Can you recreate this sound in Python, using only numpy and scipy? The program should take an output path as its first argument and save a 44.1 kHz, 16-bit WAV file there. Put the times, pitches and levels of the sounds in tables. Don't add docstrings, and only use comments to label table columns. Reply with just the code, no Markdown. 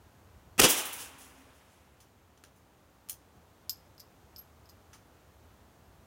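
import sys
import numpy as np
from scipy import signal
from scipy.fft import rfft, irfft
from scipy.io import wavfile
from scipy.ndimage import uniform_filter1d

SR = 44100
rng = np.random.default_rng(int(sys.argv[2]) if len(sys.argv) > 2 else 0)


def int16_out(signal):
    q = np.round(np.clip(np.atleast_2d(signal).T, -1, 1) * 32767)
    wavfile.write(sys.argv[1], SR, q.astype(np.int16))


N = 267502
T = np.arange(N) / SR
HZ = np.maximum(np.fft.rfftfreq(N, 1 / SR), 1)
SHORT = 2 ** 15
SHORT_T = np.arange(SHORT) / SR
SHORT_HZ = np.maximum(np.fft.rfftfreq(SHORT, 1 / SR), 1)
MUZZLE_S, WOODS_PEAK_S = .6002, .66


def from_db(db):
    return 10 ** (np.asarray(db) / 20)


def rms_one(x):
    return x / np.sqrt(np.mean(x ** 2) + 1e-20)


def at_hz(points, hz, column=1):
    table = np.array(points)
    return np.interp(np.log(hz), np.log(table[:, 0]), table[:, column])


def resonances(modes, hz):
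    return np.sqrt(sum(from_db(db) ** 2 / (1 + (centre / width * (hz / centre - centre / hz)) ** 2)
                       for centre, width, db in modes))


def resonate(x, modes):
    out = 0
    for k, (hz, width_hz, db) in enumerate(modes):
        r = np.exp(-np.pi * width_hz / SR)
        poles = [1, -2 * r * np.cos(2 * np.pi * hz / SR), r * r]
        out += (-1) ** k * from_db(db) * (1 - r * r) / 2 * signal.lfilter([1, 0, -1], poles, x)
    return out


def noise(gain):
    return rms_one(irfft(gain * np.exp(2j * np.pi * rng.random(len(gain)))))


def flicker(size, rms_db, smooth_samples):
    return from_db(rms_db * rms_one(uniform_filter1d(rng.standard_normal(size), smooth_samples)))


def tilted(gain, db_per_oct):
    return gain * from_db(db_per_oct * np.log2(np.maximum(SHORT_HZ, 200) / 1000))


def fade(t, t60_s):
    return (t >= 0) * np.exp(-np.log(1000) * np.maximum(t, 0) / t60_s)


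def swell(t, rise_s, t60_s):
    return np.where(t < 0, np.exp(-.5 * (t / rise_s) ** 2), fade(t, t60_s))


def struck_mode(t, hz, db, t60_s):
    return from_db(db) * np.sin(2 * np.pi * hz * t) * fade(t, t60_s)


def add(out, start_s, sound):
    i = max(round(start_s * SR), 0)
    out[i:i + len(sound)] += sound[:N - i]


def shot(striker_s=.5798, tube_s=.5955, gas_peak_s=.5985, build_db_per_s=1550):
    # frequency in Hz, spectral level in dB.
    crack_spectrum = [(200, -16.5), (1500, -14), (2900, 1.5), (3900, -12), (5700, -1.5), (7500, -3),
                      (10300, -6.5), (12500, -9.5), (15200, -2), (17000, -12.5)]
    # centre in Hz, width in Hz, level in dB.
    gas_modes = [(160, 76, -4), (270, 170, 2), (464, 85, -2.5), (740, 180, -9.5), (1310, 180, -1.5),
                 (1834, 130, -0.5), (2491, 110, 1.5), (2713, 43, 6.5), (3280, 89, 3), (5760, 950, -7),
                 (8100, 330, -1.5), (10532, 1200, -10)]
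    # frequency in Hz, peak in dB, t60 in seconds.
    tube_modes = [(1294, -20.5, .02), (2790, -12.5, .025)]
    # frequency in Hz, peak in dB, t60 in seconds.
    thumps = [(51.37, -25.5, 0.087), (167, -29, .1), (446.6, -12.5, .03), (5800, -11, 0.0054)]
    out, t = np.zeros(N), striker_s + SHORT_T
    colour = from_db(at_hz(crack_spectrum, SHORT_HZ))
    striker = from_db(-33) * noise(colour) * fade(SHORT_T, t60_s=.014)
    build = from_db(-build_db_per_s * np.maximum(gas_peak_s - t, 0))
    drain = fade(np.maximum(t - gas_peak_s, 0), t60_s=.052)
    gas = from_db(-13.5) * build * drain * noise(resonances(gas_modes, SHORT_HZ))
    crack = from_db(-9.5) * noise(colour) * swell(t - MUZZLE_S, rise_s=.0011, t60_s=.016)
    add(out, striker_s, striker + gas + crack)
    for hz, db, t60_s in tube_modes:
        out += struck_mode(T - tube_s, hz, db, t60_s)
    for hz, db, t60_s in thumps:
        lag_s = .0072 * np.sqrt(100 / hz)
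        out += struck_mode(T - MUZZLE_S - lag_s, hz, db, t60_s)
    return out


def echo(peak_s, db, rise_s, t60_s, db_per_oct):
    # frequency in Hz, spectral level in dB.
    echo_spectrum = [(60, -23.5), (120, -16.5), (220, -0.5), (500, 5), (620, -6), (1150, -3.5),
                     (2100, -7.5), (3000, 1.5), (4200, -7.5), (5900, -2.5), (8000, -6.5), (10000, -4),
                     (12000, -12), (16000, -13.5)]
    out, lead_s = np.zeros(N), .1
    grain = rms_one(flicker(SHORT, rms_db=1.5, smooth_samples=40))
    colour = tilted(from_db(at_hz(echo_spectrum, SHORT_HZ)), db_per_oct)
    envelope = from_db(db) * swell(SHORT_T - lead_s, rise_s, t60_s)
    add(out, peak_s - lead_s, noise(colour) * grain * envelope)
    return out


def yard(slap_s=.6438):
    # peak time in seconds, level in dB.
    broad_returns = [(.6212, -17.5), (.639, -17), (.652, -16)]
    out = echo(slap_s, db=-11.5, rise_s=.0012, t60_s=.023, db_per_oct=-1.5)
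    out += struck_mode(T - slap_s, hz=503, db=-21.5, t60_s=.12)
    for peak_s, db in broad_returns:
        out += echo(peak_s, db, rise_s=.0055, t60_s=.076, db_per_oct=-.27)
    return out


def trees(far_s=1.4, far_gap_s=.16, far_db=-67.5, far_loss_db_per_s=8, far_rise_s=.027):
    # peak time in seconds, level in dB, rise in seconds (longer for a deeper stand).
    stands = [(.6865, -20.5, .0004), (.706, -20.5, .009), (.785, -30, 0.013), (.853, -34, 0.0018),
              (.93, -36, 0.003), (1.015, -41.5, 0.026), (1.187, -53, 0.0033), (1.225, -53, 0.023)]
    lags_s = far_gap_s * (np.arange(3) + rng.uniform(-.025, .099, size=3))
    far_stands = [(far_s + lag_s, far_db - far_loss_db_per_s * lag_s, far_rise_s) for lag_s in lags_s]
    out = np.zeros(N)
    for peak_s, db, rise_s in list(stands) + far_stands:
        travel_s = peak_s - MUZZLE_S
        depth_doublings = np.log2(rise_s / .001)
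        db_per_oct = 13 - 1.82 * depth_doublings - 1.5 * travel_s
        out += echo(peak_s, db, rise_s, t60_s=.14 + .45 * travel_s, db_per_oct=db_per_oct)
    return out


def woods(rise_s=.013, roll_t60_s=3.16):
    # frequency in Hz, spectral level in dB, t60 in seconds.
    reverb_bands = [(50, -24, .3), (120, -12, .45), (280, 5, 0.46), (507, 1, .65), (901, -1.5, 1),
                    (2080, -3.5, 0.94), (3100, 2, 0.88), (4374, -8, .7), (6000, -2, 0.64),
                    (10000, -8.5, 0.64), (16000, -15.5, 0.6)]
    # frequency in Hz, spectral level in dB.
    roll_spectrum = [(100, -14.5), (270, 0), (500, -1), (1200, 2), (3100, -3.5), (4300, -12.5),
                     (6500, -11.5), (10000, -13.5), (16000, -20.5)]
    size = 2 ** 17
    t = np.arange(size) / SR + MUZZLE_S - WOODS_PEAK_S
    hz = np.maximum(np.fft.rfftfreq(size, 1 / SR), 1)
    reverb = from_db(-25) * rfft(noise(from_db(at_hz(reverb_bands, hz))))
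    roll = from_db(-48) * rfft(noise(from_db(at_hz(roll_spectrum, hz))))
    edges_hz = 30 * 2 ** np.arange(0, 10, .66)
    tail, out = 0, np.zeros(N)
    for low, high in zip(edges_hz, edges_hz[1:]):
        band = (hz >= low) & (hz < high)
        t60_s = at_hz(reverb_bands, np.sqrt(low * high), column=2)
        clumps = flicker(size, rms_db=1.5, smooth_samples=900)
        tail += irfft(reverb * band) * swell(t, rise_s, t60_s)
        tail += irfft(roll * band) * swell(t, rise_s, roll_t60_s) * clumps
    add(out, MUZZLE_S, tail)
    return out


def low_ring():
    # centre in Hz, width in Hz, level in dB.
    ring_mode = [(266, 22, 0)]
    envelope = from_db(-62) * swell(T - WOODS_PEAK_S, rise_s=.03, t60_s=5)
    return noise(resonances(ring_mode, HZ) ** 2) * envelope


def bolt(chatter_gap_s=.011, scrape_low_hz=1800):
    # start in seconds, level in dB, t60 in seconds (long for a slide), tilt in dB per octave.
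    strokes = [(2.002, -58.5, 0.14, -2), (2.3752, -59, 0.029, -5), (2.438, -41, 0.0097, -4.5),
               (2.56, -68, 0.16, 5), (3.0873, -35.5, .008, 0), (3.096, -23, .01, 3), (4.931, -51, .11, -5)]
    # centre in Hz, width in Hz, level in dB.
    action_modes = [(1220, 610, -6.5), (1920, 430, -4.5), (3200, 480, -4), (4055, 280, -2),
                    (5320, 1060, -3.5), (6250, 310, 6), (7160, 650, -1.5), (9050, 200, 4), (9616, 260, 3),
                    (10600, 510, 0.5), (13200, 940, -8), (14700, 450, 2), (15500, 500, -15)]
    contacts, steel = np.zeros(N), resonances(action_modes, SHORT_HZ)
    for start_s, db, t60_s, tilt in strokes:
        chatter = [(start_s + chatter_gap_s * (k + 1), db - 9 - 4 * k, tilt + 1) for k in range(4)]
        for hit_s, hit_db, db_per_oct in [(start_s, db, tilt)] + chatter:
            force = tilted(1, db_per_oct)
            steel_share = np.sqrt(np.sum((force * steel) ** 2) / np.sum(force ** 2))
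            add(contacts, hit_s, from_db(hit_db) / steel_share * noise(force) * fade(SHORT_T, t60_s))
    contacts += 1e-18 * rng.standard_normal(N)
    scrape = signal.sosfilt(signal.butter(2, scrape_low_hz, "high", fs=SR, output="sos"), contacts)
    return resonate(contacts, action_modes) + from_db(-15) * scrape


def brass_case(eject_s=3.0985, high_hz=12560, split_hz=75, rebound_s=.0046, low_cut_hz=2800):
    # start in seconds, base in dB, tipping time in seconds, mouth in dB, mouth ring in dB.
    landings = [(3.695, -25.5, .006, -57, -36), (3.980, -51.5, .022, -46, -50.5),
                (4.3619, -40.5, .025, -50.5, -41.5), (4.6573, -57, .038, -50.5, -62)]
    # frequency in Hz, spectral level in dB.
    tick_spectrum = [(1000, -38), (3000, -13), (4700, 8), (6000, 9), (8000, 3.5), (11000, -0.5),
                     (13300, -6), (15000, 12), (17000, -28)]
    # frequency in Hz, level in dB, t60 in seconds.
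    shell_modes = [(4680, -15, 0.013), (5086, 2, 0.016), (5240, -14, .015), (6090, -20, .012)]
    out, tick = np.zeros(N), from_db(at_hz(tick_spectrum, SHORT_HZ))
    hardest_db = max(row[1] for row in landings)
    shell = sum(struck_mode(SHORT_T, *mode) for mode in shell_modes)

    def ring(db, t60_s):
        phases = rng.uniform(0, 2 * np.pi, size=2)
        main = np.sin(2 * np.pi * high_hz * SHORT_T + phases[0])
        twin = np.sin(2 * np.pi * (high_hz + split_hz) * SHORT_T + phases[1])
        return from_db(db) * (main + from_db(-8) * twin) * fade(SHORT_T, t60_s)

    def touch(tick_db, shell_db, ring_db):
        colour = tilted(tick, db_per_oct=.13 * (tick_db - hardest_db))
        click = from_db(tick_db) * noise(colour) * fade(SHORT_T, t60_s=.011)
        return click + from_db(shell_db) * shell + ring(ring_db, t60_s=.15)

    add(out, eject_s, ring(db=-35, t60_s=.074))
    for start_s, base_db, tip_s, mouth_db, ring_db in landings:
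        tick_db = base_db - .44 * (hardest_db - base_db)
        add(out, start_s, touch(tick_db, base_db, base_db - 11.5))
        for lag_s, db in [(-rebound_s, -4), (0, 0), (rebound_s, -4)]:
            add(out, start_s + tip_s + lag_s, from_db(db) * touch(mouth_db, mouth_db - 3, ring_db))
    return signal.sosfilt(signal.butter(3, low_cut_hz, "high", fs=SR, output="sos"), out + 1e-18)


def house_wall(x, delay_s=.0015, late_cut_hz=8000):
    early, late = rng.standard_normal((2, SHORT))
    early *= fade(SHORT_T - delay_s, t60_s=.1)
    late *= fade(SHORT_T - delay_s, t60_s=.32)
    late = signal.sosfilt(signal.butter(2, late_cut_hz, fs=SR, output="sos"), late / np.linalg.norm(late))
    response = from_db(-4) * early / np.linalg.norm(early) + from_db(-13) * late
    return x + signal.fftconvolve(x, response)[:N]


def background(gain_dip_s=2.15, gain_dip_width_s=.8):
    # frequency in Hz, spectral level in dB.
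    rumble_spectrum = [(20, -48), (30, -27), (40, -14), (65, 2.5), (95, 2), (130, -7.5), (200, -17),
                       (400, -40)]
    hush_spectrum = [(90, -12.5), (140, -4), (220, -3.5), (450, -6.5), (820, -7.5), (1400, -12.5),
                     (2100, -18.5), (3200, -21), (5200, -25.5), (6600, -24), (8200, -27.5), (11000, -29.5),
                     (14000, -27), (16000, -29)]
    # peak time in seconds, level in dB, t60 in seconds, centre in Hz.
    bumps = [(.36, -59, 0.57, 70.4), (.46, -56.5, .2, 75), (3.351, -58, .08, 219), (3.378, -56, 0.12, 119)]
    gain_dip = np.exp(-.5 * ((T - gain_dip_s) / gain_dip_width_s) ** 2)
    rumble = from_db(-62.5 - 4.5 * gain_dip) * noise(from_db(at_hz(rumble_spectrum, HZ)))
    hush = from_db(-62 - 2.5 * gain_dip) * noise(from_db(at_hz(hush_spectrum, HZ)))
    out, lead_s = rumble + hush, .02
    for peak_s, db, t60_s, hz in bumps:
        envelope = from_db(db) * swell(SHORT_T - lead_s, rise_s=.0044, t60_s=t60_s)
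        add(out, peak_s - lead_s, noise(resonances([(hz, hz, 0)], SHORT_HZ) ** 2) * envelope)
    return out


def scene():
    report = shot() + yard() + trees() + woods() + low_ring()
    return (report + house_wall(bolt() + brass_case()) + background())[None]


def record(dry, low_cut_hz=35, high_cut_hz=15900):
    heard = signal.sosfilt(signal.butter(3, low_cut_hz, "high", fs=SR, output="sos"), dry)
    return signal.sosfilt(signal.ellip(12, .1, 80, high_cut_hz, fs=SR, output="sos"), np.tanh(heard))


dry = scene()
out = record(dry)
int16_out(out)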